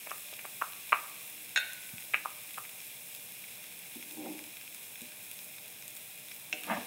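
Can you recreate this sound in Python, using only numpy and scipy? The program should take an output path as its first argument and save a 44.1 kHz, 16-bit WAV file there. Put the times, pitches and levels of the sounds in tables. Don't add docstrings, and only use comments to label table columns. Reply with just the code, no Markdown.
import sys
import numpy as np
from scipy import signal
from scipy.fft import rfft, irfft
from scipy.io import wavfile
from scipy.ndimage import uniform_filter1d

SR = 44100
rng = np.random.default_rng(int(sys.argv[2]) if len(sys.argv) > 2 else 0)


def inscribe(sig):
    pcm = np.round(np.clip(np.atleast_2d(sig).T, -1, 1) * 32767)
    wavfile.write(sys.argv[1], SR, pcm.astype(np.int16))


N = 302823
TIME = np.arange(N) / SR
SHOVE_S = 6.715

# f/Hz, width/Hz, level/dB
FRYING_MODES = [(1580, 234, -8.5), (2130, 270, -2), (2450, 155, 3.5), (2753, 204, -1), (3373, 366, -3),
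                (3920, 470, -5.5), (5350, 420, -8), (6560, 310, -11)]
# f/Hz, width/Hz, level/dB
PAN_MODES = [(236.3, 16, -3.5), (309.8, 11, -2), (346, 20, -13.5), (418, 31, -11.5), (489.7, 6.2, -4),
             (604, 5.4, -1.5), (663, 21, -14.5), (771, 15, -10.5), (940, 57, -17.5)]
# f/Hz, width/Hz, level/dB
BOWL_MODES = [(660, 180, -25), (1468, 38, 2.5), (1480, 1.6, -2), (1525, 1.46, 0.5), (1580, 89, -3.5),
              (1784, 110, -10), (2020, 110, -11.5), (2250, 110, -9.5), (2535, 36, -3), (2700, 17, -1.5),
              (2770, 96, -11), (3590, 92, -9.5), (3706, 9.4, 3), (3790, 45, -8), (4170, 150, -13),
              (4400, 170, -20.5), (5380, 200, -21), (5640, 120, -23), (6410, 70, -21), (6750, 240, -19),
              (8540, 160, -32), (9740, 250, -26)]


def undb(db):
    return 10 ** (np.asarray(db) / 20)


def unit(x):
    return x / np.sqrt(np.mean(x ** 2))


def peak(x):
    return x / np.abs(x).max()


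def colour(x, points):
    hz, db = np.transpose(points)
    size = 4096
    log_hz = np.log(np.fft.rfftfreq(size, 1 / SR) + 1)
    log_gain = np.log(undb(np.interp(log_hz, np.log(hz), db)))
    cepstrum = irfft(log_gain)[:size // 2]
    cepstrum[1:] *= 2
    response = irfft(np.exp(rfft(cepstrum, size)))
    return signal.fftconvolve(x, response)[:len(x)]


def band(x, hz, width_hz):
    return signal.lfilter(*signal.iirpeak(hz, hz / width_hz, fs=SR), x + 1e-18)


def ring(x, modes):
    return sum((-1) ** k * undb(db) * band(x, hz, width) for k, (hz, width, db) in enumerate(modes))


def cut(x, hz, kind="low", order=2):
    return signal.sosfilt(signal.butter(order, hz, kind, fs=SR, output="sos"), x + 1e-18)


def impulse(size=32768):
    return signal.unit_impulse(size)


def fade(t60, size=32768):
    tail = rng.standard_normal(size) * undb(-60 * np.arange(size) / SR / t60)
    return tail / np.linalg.norm(tail)


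def add(out, s, sound):
    start = max(int(s * SR), 0)
    out[start:start + len(sound)] += sound[:N - start]


def walk(hz):
    hold = int(SR / hz)
    steps = np.repeat(rng.standard_normal(N // hold + 1), hold)[:N]
    return unit(uniform_filter1d(steps, hold))


def grains(per_s, spread_db):
    happens = rng.random(N) < per_s / SR
    sizes = undb(spread_db * np.minimum(rng.exponential(size=N), np.log(per_s / 4)))
    return unit(happens * sizes * rng.choice([-1, 1], N))


def stroke(s, db, rise_db_per_s, fall_db_per_s):
    return undb(db - np.maximum((s - TIME) * rise_db_per_s, (TIME - s) * fall_db_per_s))


def strikes(blows, modes, grit_db, grit_t60):
    out = np.zeros(N)
    for s, db in blows:
        contact = impulse() + undb(grit_db) * fade(grit_t60)
        add(out, s, undb(db) * peak(ring(contact, modes)))
    return out


def kitchen(x, wet_db, t60):
    # f/Hz, level/dB
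    room_tone = [(100, -6), (500, 1.5), (1300, -5.5), (3000, -2.5), (8000, -0.5), (16000, -33)]
    tail = cut(fade(t60), 4070, order=4) + cut(fade(0.19 * t60), 3460, "high", order=4)
    onset = 1 - np.exp(-TIME[:len(tail)] / 0.00057)
    tail = colour(tail, room_tone) * onset
    return x + undb(wet_db) * signal.fftconvolve(x, tail)[:N]


def burner():
    # f/Hz, level/dB
    air_spectrum = [(25, -21), (50, -24), (75, -19), (95, -9), (135, -2.5), (160, -7.5), (185, -1),
                    (280, -20.5), (400, -12.5), (650, -8.5), (1000, -13), (1400, -14.5), (3000, -21)]
    rush = unit(colour(rng.standard_normal(N), air_spectrum)) * undb(-60.5 + 0.33 * walk(5.69))
    hum = unit(cut(ring(rng.standard_normal(N), PAN_MODES), 810, "high", order=1))
    return rush + undb(-66.5) * hum


def pan_bumps():
    # t/s, level/dB, centre f/Hz
    bumps = [(1.934, -41.5, 119), (3.958, -41, 285), (4.259, -42, 690), (5.017, -45.5, 259),
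             (6.688, -30, 900), (6.777, -36, 240)]
    out = np.zeros(N)
    for s, db, hz in bumps:
        push = cut(band(impulse() + fade(t60=0.037), hz, hz), 2 * hz)
        thud = cut(ring(push, PAN_MODES) + 0.17 * push, 85, "high", order=4)
        add(out, s, undb(db) * peak(thud))
    return out


def rim_rub():
    loudest_s, judder_hz, judder_db = 4.265, 13, 1
    drag = grains(per_s=630, spread_db=-1.5)
    groan_hz = 302 + 12 * walk(45)
    groan = unit(np.sin(2 * np.pi * np.cumsum(groan_hz) / SR) * undb(3.9 * walk(60)))
    body = unit(cut(ring(drag, PAN_MODES), 1140, order=4))
    scrape = unit(cut(cut(band(drag, 310, 380), 170, "high"), 980, order=8))
    rub = unit(groan + undb(-8) * body + undb(-4.5) * scrape)
    judder = undb(judder_db * np.cos(2 * np.pi * judder_hz * (TIME - loudest_s)))
    return rub * judder * stroke(loudest_s, db=-40, rise_db_per_s=112, fall_db_per_s=105)


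def shove():
    # f/Hz, width/Hz, level/dB
    crunch_modes = [(165, 26, 0.5), (226, 27, 5.5), (562, 100, -4.5), (683, 97, 5), (926, 66, 2.5),
                    (1163, 76, 2), (1410, 180, -8), (1660, 180, -0.5), (2200, 120, -4.5), (2550, 330, -9.5),
                    (3400, 96, -13)]
    slips = grains(per_s=1100, spread_db=-1.5)
    rumble = unit(cut(ring(slips, PAN_MODES), 900))
    rumble *= stroke(SHOVE_S, db=-43.5, rise_db_per_s=190, fall_db_per_s=85)
    crunch = unit(cut(ring(slips, crunch_modes), 3200, order=4))
    crunch *= stroke(SHOVE_S, db=-29, rise_db_per_s=425, fall_db_per_s=209)
    return rumble + crunch


def pan_taps():
    # t/s, level/dB
    taps = [(6.5275, -18), (6.5327, -26), (6.635, -47), (6.643, -34)]
    # f/Hz, width/Hz, level/dB
    tip_modes = [(746, 23, -6), (1530, 100, -8), (2130, 270, -2.5), (2690, 200, 4), (4230, 310, -17.5),
                 (5500, 360, -15), (7000, 500, -19.5)]
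    click = strikes(taps, tip_modes, grit_db=-10, grit_t60=0.02)
    boom = strikes(taps, PAN_MODES, grit_db=-1, grit_t60=0.034)
    return click + undb(-22) * boom


def bowl_clink():
    # t/s, level/dB
    contacts = [(1.5597, -13.5), (1.5655, -25), (1.5735, -14)]
    return strikes(contacts, BOWL_MODES, grit_db=-5, grit_t60=0.05)


def bowl_knocks():
    # t/s, level/dB, crack level/dB, thud level/dB (the last two against the clop)
    knocks = [(0.0716, -32, 5, 6.5), (0.1151, -24.5, -4, -8.5), (0.3287, -41.5, -1, 8),
              (0.3919, -33, 16, 2), (0.452, -30, -0.5, -2), (0.6209, -16, -12.5, -19.5),
              (0.9284, -6.5, -2.5, -17), (2.143, -11, 15, -6), (2.257, -23.5, -18, -16),
              (2.5814, -26, -8, -14), (2.6516, -35.5, 22, -20)]
    # f/Hz, width/Hz, level/dB
    clop_modes = [(715, 304, -10), (937, 355, -5.5), (1207, 142, 4), (1580, 170, -17)]
    # f/Hz, width/Hz, level/dB
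    crack_modes = [(1476, 89, -7), (2130, 560, 1.5), (2450, 246, 6.5), (2870, 340, -3.5), (4140, 56, 0)]
    china = peak(ring(impulse(), BOWL_MODES))
    crack = peak(ring(impulse(), crack_modes)) + undb(-11) * china
    thud = peak(cut(cut(band(impulse(), 685, 630), 240, "high"), 1020))
    out = np.zeros(N)
    for s, db, crack_db, thud_db in knocks:
        modes = np.array(clop_modes) + np.outer(rng.standard_normal(len(clop_modes)), [0, 0, 1])
        clop = peak(cut(ring(impulse(), modes), 430, "high"))
        knock = clop + undb(crack_db) * crack + undb(thud_db) * thud
        knock = peak(cut(knock, 3170, order=8))
        scatter = signal.fftconvolve(knock, fade(t60=0.16))
        add(out, s - 0.0068, undb(db - 10) * knock)
        add(out, s - 0.006, undb(db - 4.5) * scatter)
        add(out, s - 0.0004, undb(db) * knock)
    return out


def spits(faint_per_s=4.6):
    # t/s, level/dB, body level/dB against the bright snap
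    loud_spits = [(0.337, -33, 5), (1.7335, -22.5, -17), (1.9812, -34, 4), (3.149, -28.5, -9.5),
                  (4.026, -34, 9), (4.112, -31, -13), (4.3913, -32, -3), (4.44, -33.5, -6),
                  (4.7465, -25.5, -13), (5.018, -29, -12), (5.314, -24.5, -11), (5.88, -24, -17),
                  (5.966, -26, -27), (6.317, -34, 9), (6.635, -29.5, -4.5)]
    chance = rng.uniform(-1, 1, (int(faint_per_s * N / SR), 3))
    middle_s = N / SR / 2
    faint_spits = [middle_s, -36, 2.5] + chance * [middle_s, 1.5, 4.5]
    out = np.zeros(N)
    for s, db, body_db in [*loud_spits, *faint_spits]:
        snap = impulse() + undb(1.5) * fade(t60=0.0067)
        bright = peak(cut(band(snap, 10300, 7600), 4400, "high"))
        body = peak(ring(snap, FRYING_MODES) + 0.17 * band(snap, 2900, 2700))
        add(out, s, undb(db) * peak(bright + undb(body_db) * body))
    return out


def sizzle():
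    # f/Hz, level/dB
    hiss_spectrum = [(1500, -22.5), (4600, -18), (6200, -11.5), (7100, -9), (8700, -2), (9700, -8),
                     (11050, -0.5), (11900, -2.5), (12600, -1.5), (13900, -9), (15000, -0.5), (16000, -5)]
    steam_ebb_db_per_s, frying_ebb_db_per_s = 0.39, 0.34
    flare_db = 4.5 * np.clip(1 + (TIME - SHOVE_S) / 0.14, 0, 1)
    bursts = grains(per_s=1800, spread_db=4)
    steam = unit(colour(rng.standard_normal(N) + undb(-5.5) * bursts, hiss_spectrum))
    steam *= undb(-45.5 - steam_ebb_db_per_s * TIME + 0.45 * flare_db + 0.63 * walk(11))
    bubbles = grains(per_s=500, spread_db=1.5) + undb(-6) * bursts + undb(4.5) * rng.standard_normal(N)
    frying = unit(cut(ring(bubbles, FRYING_MODES), 1560, "high"))
    frying *= undb(-52 - frying_ebb_db_per_s * TIME + flare_db + 0.5 * walk(12) + 0.5 * walk(40))
    return steam + frying


def scene():
    hard = kitchen(bowl_clink() + pan_taps(), wet_db=-1, t60=0.59)
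    hollow = kitchen(bowl_knocks() + spits(), wet_db=-10, t60=0.67)
    pushes = pan_bumps() + cut(rim_rub() + shove(), 110, "high")
    soft = kitchen(pushes, wet_db=-6, t60=0.43)
    return (sizzle() + burner() + hard + hollow + soft)[None]


def record(dry):
    bass_hz, top_hz = 45, 15750
    top_cut = signal.ellip(12, 0.1, 70, top_hz, fs=SR, output="sos")
    return signal.sosfilt(top_cut, cut(dry, bass_hz, "high"))


dry = scene()
out = record(dry)
inscribe(out)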